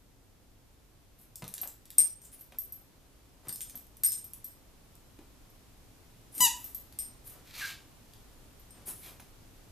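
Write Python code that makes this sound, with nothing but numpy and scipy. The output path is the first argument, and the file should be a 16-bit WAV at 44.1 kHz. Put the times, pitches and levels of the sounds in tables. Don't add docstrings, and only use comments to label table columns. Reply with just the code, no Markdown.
import sys
import numpy as np
from scipy import signal
from scipy.fft import rfft, irfft
from scipy.io import wavfile
from scipy.ndimage import uniform_filter1d

SR = 44100
rng = np.random.default_rng(int(sys.argv[2]) if len(sys.argv) > 2 else 0)


def store_wav(level_fs):
    pcm = np.round(np.clip(np.atleast_2d(level_fs), -1, 1) * 32767)
    wavfile.write(sys.argv[1], SR, pcm.T.astype(np.int16))


N = 428451
HZ = np.fft.rfftfreq(N, 1 / SR)
EDGE_HZ = 14300

# pitch_hz, level_db
ROOM_FLOOR_SPECTRUM = [(12, -21.5), (25, -4), (43, -9.5), (58, -6), (80, -15.5), (105, -8), (150, -16.5),
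                       (236, -18.5), (270, -15.5), (310, -19), (468, -23.5), (615, -25.5), (1700, -34.5),
                       (3190, -35.5), (8790, -38), (14000, -37)]
# pitch_hz, likeness_0_to_1
FLOOR_LIKENESS = [(30, 0.88), (100, .75), (250, 0.52), (940, 0.37), (2350, 0.257), (14000, .03)]
RUMBLE_START_DB, RUMBLE_CREEP_DB = -62, 5
HISS_START_DB, HISS_CREEP_DB, CREEP_S = -68.5, 6.5, 7.66

# pitch_hz, t60_s
ROOM_DECAY = [(150, 0.26), (1000, 0.36), (3000, 0.33), (8000, 0.32), (14000, 0.24)]
# pitch_hz, likeness_0_to_1
ECHO_LIKENESS = [(100, 1), (1400, 1), (3000, 1), (5000, 0.98), (7000, 0.8), (10000, 0), (14000, 0)]

# start_s, length_s, level_db
HUFF_EVENTS = [(7.43, 0.14, -56.5), (7.518, 0.26, -39.5), (9.005, 0.13, -53)]
# pitch_hz, level_db
MUZZLE_SPECTRUM = [(500, -26.5), (1000, -17.5), (1350, -12.5), (1700, -13), (2400, -8.5), (3100, -10),
                   (4000, -7.5), (5500, -12.5), (8500, -17), (11000, -16.5), (14000, -11)]
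WHISTLE_START_S, WHISTLE_LENGTH_S = 7.6, 0.061
WHISTLE_HZ, WHISTLE_DROP_HZ, WHISTLE_SETTLE_S = 1510, 426, 0.021

# start_s, length_s, level_db
SHUFFLE_EVENTS = [(1.55, 0.17, -65), (2.525, 0.043, -59), (3.43, 0.099, -55), (7.31, 0.12, -56.5),
                  (8.74, .11, -58.5), (8.86, 0.086, -58), (9.03, 0.15, -58)]
# pitch_hz, level_db
SHUFFLE_SPECTRUM = [(150, -6), (350, 1), (750, -0.5), (1500, -6), (4000, -15.5), (14000, -15)]

# start_s, thump_db, slap_db, thump_pitch_hz
LANDINGS = [(1.4213, -39.5, -42.5, 148.7), (1.632, -61, -43, 400), (1.981, -50.5, -47.5, 252),
            (2.521, -60.5, -51, 250), (3.47, -47, -51, 175), (3.745, -53, -54, 162), (4.034, -66, -58, 400),
            (5.188, -51, -55.5, 332), (6.371, -50.5, -71, 276), (6.399, -45.5, -52, 180),
            (8.877, -49.5, -55, 396), (9.197, -55, -49.5, 294)]
# pitch_hz, level_db
PUSH_SPECTRUM = [(40, -23.5), (110, -16), (180, -5.5), (300, -7.5), (550, -20.5), (1200, -19.5),
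                 (5000, -59)]
# pitch_hz, level_db
SLAP_SPECTRUM = [(150, -25), (600, 8), (1300, 1), (2200, 1), (4000, -5), (7000, -9), (14000, -11)]
SETTLE_DELAY_S, SETTLE_DB = .024, -9.5

# start_s, level_db, low_part_relative_to_level_db
TICK_EVENTS = [(1.357, -28.5, -29), (1.4415, -34.5, -5.5), (1.479, -31, -10.5), (1.5395, -23, -20),
               (1.58, -31.5, -3.5), (1.6746, -28.5, -20.5), (1.855, -42, -9.5), (1.904, -32.5, -9.5),
               (3.4924, -26.5, -8), (3.5589, -28.5, -19), (3.6069, -28, -8.5), (3.697, -34.5, -6.5),
               (3.7744, -35.5, -22), (3.969, -41, -28), (4.3345, -31.5, -16.5), (4.9534, -46, -15),
               (6.9248, -41, -4), (8.1356, -46, 0), (9.2022, -41, -11)]
# pitch_hz, level_db
TICK_HIGH_SPECTRUM = [(1000, -27), (4000, -12), (7000, -3.5), (10000, 1.5), (14000, 6)]
# pitch_hz, level_db
TICK_LOW_SPECTRUM = [(400, -24), (1800, -13.5), (3500, -6), (6000, -9), (12000, -31.5)]
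NEXT_CLAW_DELAY_S, NEXT_CLAW_DB = .011, -13
# start_s, end_s
SCRAMBLE_SPANS = [(1.45, 1.7), (3.5, 3.9)]
PATTER_PER_S, PATTER_DB = 12, -48.5

# start_s, clash_db, face_ring_db, rim_ring_db
TAG_STRIKES = [(1.6146, -41, -48.5, -36), (1.9826, -22.5, -13.5, -33), (2.217, -56, -55, -65),
               (2.4097, -63, -64, -51.5), (2.5856, -43.5, -49.5, -34.5), (2.7228, -51, -57.5, -42),
               (3.484, -42, -38, -52), (3.5255, -58, -37.5, -45), (3.6141, -39, -39, -50.5),
               (3.7548, -44.5, -60, -43.5), (4.0353, -25.5, -30, -32), (4.0462, -49, -21.5, -42),
               (4.0618, -50, -24, -31), (4.12, -30, -34.5, -41), (4.2428, -46, -55, -48.5),
               (4.444, -46, -51.5, -42), (5.4997, -76, -77, -63), (6.349, -44.5, -48, -51),
               (6.38, -34, -38, -49), (6.6427, -43, -62, -43), (6.747, -41.5, -55, -38),
               (6.988, -34, -32.5, -43.5), (8.5964, -69, -73, -61), (8.706, -60, -53.5, -71)]
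# pitch_hz, level_db, t60_s, share_following_rim_not_face_0_to_1
TAG_RING_MODES = [(5150, -24, 0.29, 0.09), (5773, -16, 0.27, 0.3), (8630, 2, 0.1074, 0.06),
                  (11420, -3, 0.16, 0.4), (12200, 6, .14, 0.95)]
# pitch_hz, level_db
CLASH_SPECTRUM = [(300, -34), (1200, -21), (2500, -9.5), (4500, -6.5), (7000, -1), (9000, 0), (11000, -1.5),
                  (14000, 7.5)]
REBOUND_DELAY_S, REBOUND_DB = .033, -13.5

# start_s, length_s, level_db, hiss_centre_hz
NOZZLE_PUFFS = [(1.175, 0.098, -59.5, 12000), (2.232, 0.051, -52, 8000), (2.315, 0.046, -49.5, 10240),
                (2.38, 0.065, -55, 13000), (6.315, 0.062, -52, 10200), (6.348, 0.1, -42, 12600),
                (6.525, .24, -50, 13400), (7.238, 0.12, -48, 12000), (8.855, 0.072, -38.5, 10390),
                (8.922, 0.18, -54.5, 11000), (9.021, 0.12, -54.5, 12200)]
# pitch_hz, level_db
NOZZLE_SPECTRUM = [(500, -14), (3000, -12.5), (5000, -13), (7500, -9.5), (9800, 1), (11500, -6), (14000, 4)]

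# multiple_of_pitch, level_db
REED_OVERTONES = [(1, 1.5), (2, -5.5), (3, 3), (4, -1.5), (5, -3), (6, -1), (7, 3.5), (8, 4.5), (9, 0),
                  (10, -1), (11, 3.5), (12, -1), (13, 6), (14, -4.5), (15, -25)]
# pitch_hz, level_db
REED_AIR_SPECTRUM = [(800, -42), (3000, -18), (4500, -9), (6000, -6), (7600, -3), (9500, -7), (11000, -13),
                     (14000, 3)]
BITE_S, REED_DB = 6.4046, -21.5
REED_ATTACK_S, REED_HOLD_S, REED_RELEASE_S = 0.00092, 0.051, 0.029
REED_FADE_DB_PER_S = 607
REED_TOP_HZ, CREST_S, SAG_HZ_PER_S2 = 994.5, .0185, 48000
SPIT_S, BREATHY_DB, BREATHY_DB_PER_HZ = 0.0057, -27, .13


def amp(db):
    return 10 ** (np.asarray(db) / 20)


def unit(x):
    return x / np.sqrt(np.mean(x ** 2) + 1e-20)


def read(points, hz):
    f, value = np.transpose(points)
    return np.interp(np.log(hz + 1), np.log(f + 1), value)


def add(mix, s, sound):
    part = mix[max(round(s * SR), 0):][:len(sound)]
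    part += sound[:len(part)]


def noise(spectrum):
    white = rfft(rng.standard_normal(N))
    return unit(irfft(white * amp(read(spectrum, HZ)) * (HZ < EDGE_HZ), N))


def resonant_noise(hz, width_hz, size=N):
    turn = np.exp(2j * np.pi * np.cumsum(hz * np.ones(size)) / SR)
    r = np.exp(-np.pi * width_hz / SR)
    ringing = turn * signal.lfilter([1], [1, -2 * r, r * r], rng.standard_normal(size) / turn)
    return unit(ringing.real)


def bursts(times, levels_db, spectrum, decay):
    t, envelope = np.arange(SR // 5) / SR, np.zeros(N)
    for s, db in zip(times, levels_db):
        add(envelope, s, amp(db) * np.exp(-t / decay) * (1 - np.exp(-6 * t / decay)))
    return envelope * noise(spectrum)


def swell(start, length, skew=0.92, power=1.):
    envelope, progress = np.zeros(N), np.linspace(0, 1, round(length * SR))
    add(envelope, start, abs(np.sin(np.pi * progress ** skew)) ** power)
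    return envelope


def airflow(events, air, gain_db, flutter_db, skew, power):
    envelope = sum(amp(db) * swell(start, length, skew, power) for start, length, db, *_ in events)
    flutter = unit(uniform_filter1d(rng.standard_normal(N), size=250))
    return envelope * amp(gain_db + flutter_db * flutter) * air


def ports(a, b, likeness):
    same = np.clip(read(likeness, HZ), 0, 1)
    mid = rfft(a, N) * np.sqrt((1 + same) / 2)
    side = rfft(b, N) * np.sqrt((1 - same) / 2)
    return irfft(np.array([mid + side, mid - side]), N)


def background(split_hz=700):
    creep = np.minimum(np.arange(N) / SR / CREEP_S, 1)
    floor = rfft(ports(noise(ROOM_FLOOR_SPECTRUM), noise(ROOM_FLOOR_SPECTRUM), FLOOR_LIKENESS))
    low_share = 1 / (1 + (HZ / split_hz) ** 4)
    rumble = unit(irfft(floor * low_share, N))
    hiss = unit(irfft(floor * (1 - low_share), N))
    rumble_gain = amp(RUMBLE_START_DB + RUMBLE_CREEP_DB * creep)
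    return rumble * rumble_gain + hiss * amp(HISS_START_DB + HISS_CREEP_DB * creep)


def room_tail(build=0.0032):
    size = SR * 3 // 4
    taps = rng.standard_normal(size) * (rng.random(size) < .2)
    hz, t, bands = signal.stft(taps, SR, nperseg=256)
    decay = amp(-60 * t / read(ROOM_DECAY, hz)[:, None])
    tail = signal.istft(bands * decay, SR, nperseg=256)[1]
    tail *= 1 - np.exp(-(np.arange(len(tail)) / SR / build) ** 2)
    return tail / np.linalg.norm(tail)


def placed(x, wet_db, left_db, lag=1.2e-5):
    side = np.array([[1], [-1]])
    lean = amp(side * left_db * (HZ / EDGE_HZ) ** 2)
    direct = lean * np.exp(-1j * np.pi * side * HZ * lag)
    echo = ports(room_tail(), room_tail(), ECHO_LIKENESS)[:, :SR * 3 // 4]
    wet = signal.oaconvolve(x[None], echo, axes=1)[:, :N]
    return irfft(rfft(x) * direct, N) + amp(wet_db) * wet


def huff_air(nose_hz=2350, width_hz=400, focus=0.27):
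    return unit(noise(MUZZLE_SPECTRUM) + focus * resonant_noise(nose_hz, width_hz))


def huff_whistle(gain_db=-41, width_hz=150):
    age = np.maximum(np.arange(N) / SR - WHISTLE_START_S, 0)
    hz = WHISTLE_HZ + WHISTLE_DROP_HZ * np.exp(-age / WHISTLE_SETTLE_S)
    envelope = swell(WHISTLE_START_S, WHISTLE_LENGTH_S, power=0.89)
    return amp(gain_db) * envelope * resonant_noise(hz, width_hz)


def shuffles():
    return airflow(SHUFFLE_EVENTS, noise(SHUFFLE_SPECTRUM), gain_db=-4, flutter_db=2.5, skew=0.72, power=1.1)


def thuds(thump_db=0, slap_db=4, push_db=-6, decay=0.017, damping=0.66):
    s, thump, slap, _ = np.transpose(LANDINGS)
    s = np.r_[s, s + SETTLE_DELAY_S]
    thump, slap = np.r_[thump, thump + SETTLE_DB], np.r_[slap, slap + SETTLE_DB]
    out = bursts(s, thump + push_db, PUSH_SPECTRUM, decay=0.019)
    out += bursts(s, slap + slap_db, SLAP_SPECTRUM, decay=0.0049)
    t = np.arange(SR // 5) / SR
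    for start, db, _, hz in LANDINGS:
        body = resonant_noise(hz, damping * hz, size=len(t))
        add(out, start, amp(db + thump_db) * np.exp(-t / decay) * body)
    return out


def patter(scatter_db=3):
    s = np.concatenate([rng.uniform(start, end, round(PATTER_PER_S * (end - start)))
                        for start, end in SCRAMBLE_SPANS])
    levels_db = PATTER_DB + scatter_db * rng.standard_normal(len(s))
    return bursts(s, levels_db, TICK_HIGH_SPECTRUM, decay=.0015)


def claws(high_db=-1, low_db=-4):
    s, db, low = np.transpose(TICK_EVENTS)
    s, db = np.r_[s, s + NEXT_CLAW_DELAY_S], np.r_[db, db + NEXT_CLAW_DB]
    low = np.r_[low, low]
    bright = bursts(s, db + high_db, TICK_HIGH_SPECTRUM, decay=.0015)
    return bright + bursts(s, db + low + low_db, TICK_LOW_SPECTRUM, decay=0.0022)


def tag_clash(clash_db=7, chatter_db=-9):
    s, db = np.transpose(TAG_STRIKES)[:2]
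    knock = bursts(s, db + clash_db, CLASH_SPECTRUM, decay=0.00066)
    return knock + bursts(s, db + chatter_db, CLASH_SPECTRUM, decay=.012)


def tag_ring(ring_db=3, scatter_db=1, swing_hz=30, swing=.5, firm_db=-30, brighten=.4):
    t, out = np.arange(SR // 2) / SR, np.zeros(N)
    middle_hz = TAG_RING_MODES[2][0]
    for s, _, face_db, rim_db in TAG_STRIKES:
        firmness_db = max(face_db, rim_db) - firm_db
        for delay, blow_db in (0, 0), (REBOUND_DELAY_S, REBOUND_DB):
            for hz, db, t60, rim in TAG_RING_MODES:
                level_db = ring_db + blow_db + db + face_db + rim * (rim_db - face_db)
                level_db += scatter_db * rng.standard_normal()
                level_db += brighten * firmness_db * min(np.log2(hz / middle_hz), 0)
                twirl = 1 - swing * np.sin(np.pi * swing_hz * rng.uniform(.5, 1.0) * t) ** 2
                envelope = amp(level_db - 60 * t / t60) * (1 - np.exp(-t / 0.00029)) * twirl
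                add(out, s + delay, envelope * np.sin(2 * np.pi * (hz * t + rng.random())))
    return out


def nozzle_hiss(width_hz=2200, focus=0.97, glide=0.073):
    t = np.arange(N) / SR
    start, length, _, hz = np.transpose(NOZZLE_PUFFS)
    puff = np.maximum(np.searchsorted(start, t) - 1, 0)
    progress = np.clip((t - start[puff]) / length[puff], 0, 1)
    centre_hz = hz[puff] * (1 + glide * (progress - .5))
    return unit(noise(NOZZLE_SPECTRUM) + focus * resonant_noise(centre_hz, width_hz))


def squeak(jitter=0.0046, spread=0.027):
    t = np.arange(0, REED_HOLD_S + REED_RELEASE_S, 1 / SR)
    sag_hz = SAG_HZ_PER_S2 * (t - CREST_S) ** 2
    fade_db = REED_FADE_DB_PER_S * np.maximum(t - REED_HOLD_S, 0)
    envelope = (1 - np.exp(-t / REED_ATTACK_S)) * amp(REED_DB - fade_db)
    airy = np.minimum(amp(BREATHY_DB + BREATHY_DB_PER_HZ * sag_hz) + np.exp(-t / SPIT_S), 1)
    waver = unit(uniform_filter1d(rng.standard_normal(N), size=40))[:len(t)]
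    turns = np.cumsum((REED_TOP_HZ - sag_hz) * (1 + jitter * (1 + 2 * airy) * waver)) / SR
    reed = np.zeros(len(t))
    for k, (_, level_db) in enumerate(REED_OVERTONES, 1):
        strength = amp(level_db) / np.hypot(1, airy * k / 10)
        reed -= strength * np.cos(2 * np.pi * (k * turns - spread * k ** 2))
    air = noise(REED_AIR_SPECTRUM)[:len(t)] * (1 + np.cos(2 * np.pi * turns))
    out = np.zeros(N)
    add(out, BITE_S, envelope * (unit(reed) + airy * unit(air)))
    return out


def scene():
    breath = airflow(HUFF_EVENTS, huff_air(), gain_db=-3.0, flutter_db=2.0, skew=0.81, power=1.74)
    huffs = placed(breath + huff_whistle(), wet_db=-1.5, left_db=0.5)
    floor = placed(thuds() + shuffles(), wet_db=-3.0, left_db=3.0)
    floor += placed(claws() + patter(), wet_db=-0.5, left_db=1.0)
    collar = placed(tag_ring(), wet_db=-2.5, left_db=2.5)
    collar += placed(tag_clash(), wet_db=1.5, left_db=0.5)
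    puffs = airflow(NOZZLE_PUFFS, nozzle_hiss(), gain_db=-1.5, flutter_db=2.5, skew=0.79, power=1.23)
    toy = placed(puffs, wet_db=-1.5, left_db=1)
    toy += placed(squeak(), wet_db=-4, left_db=5.5, lag=1.9e-5)
    return background() + huffs + floor + collar + toy


def record(dry):
    edge = signal.firwin(401, EDGE_HZ, window=("kaiser", 7), fs=SR)
    return signal.oaconvolve(dry, edge[None], "same", axes=1)


dry = scene()
out = record(dry)
store_wav(out)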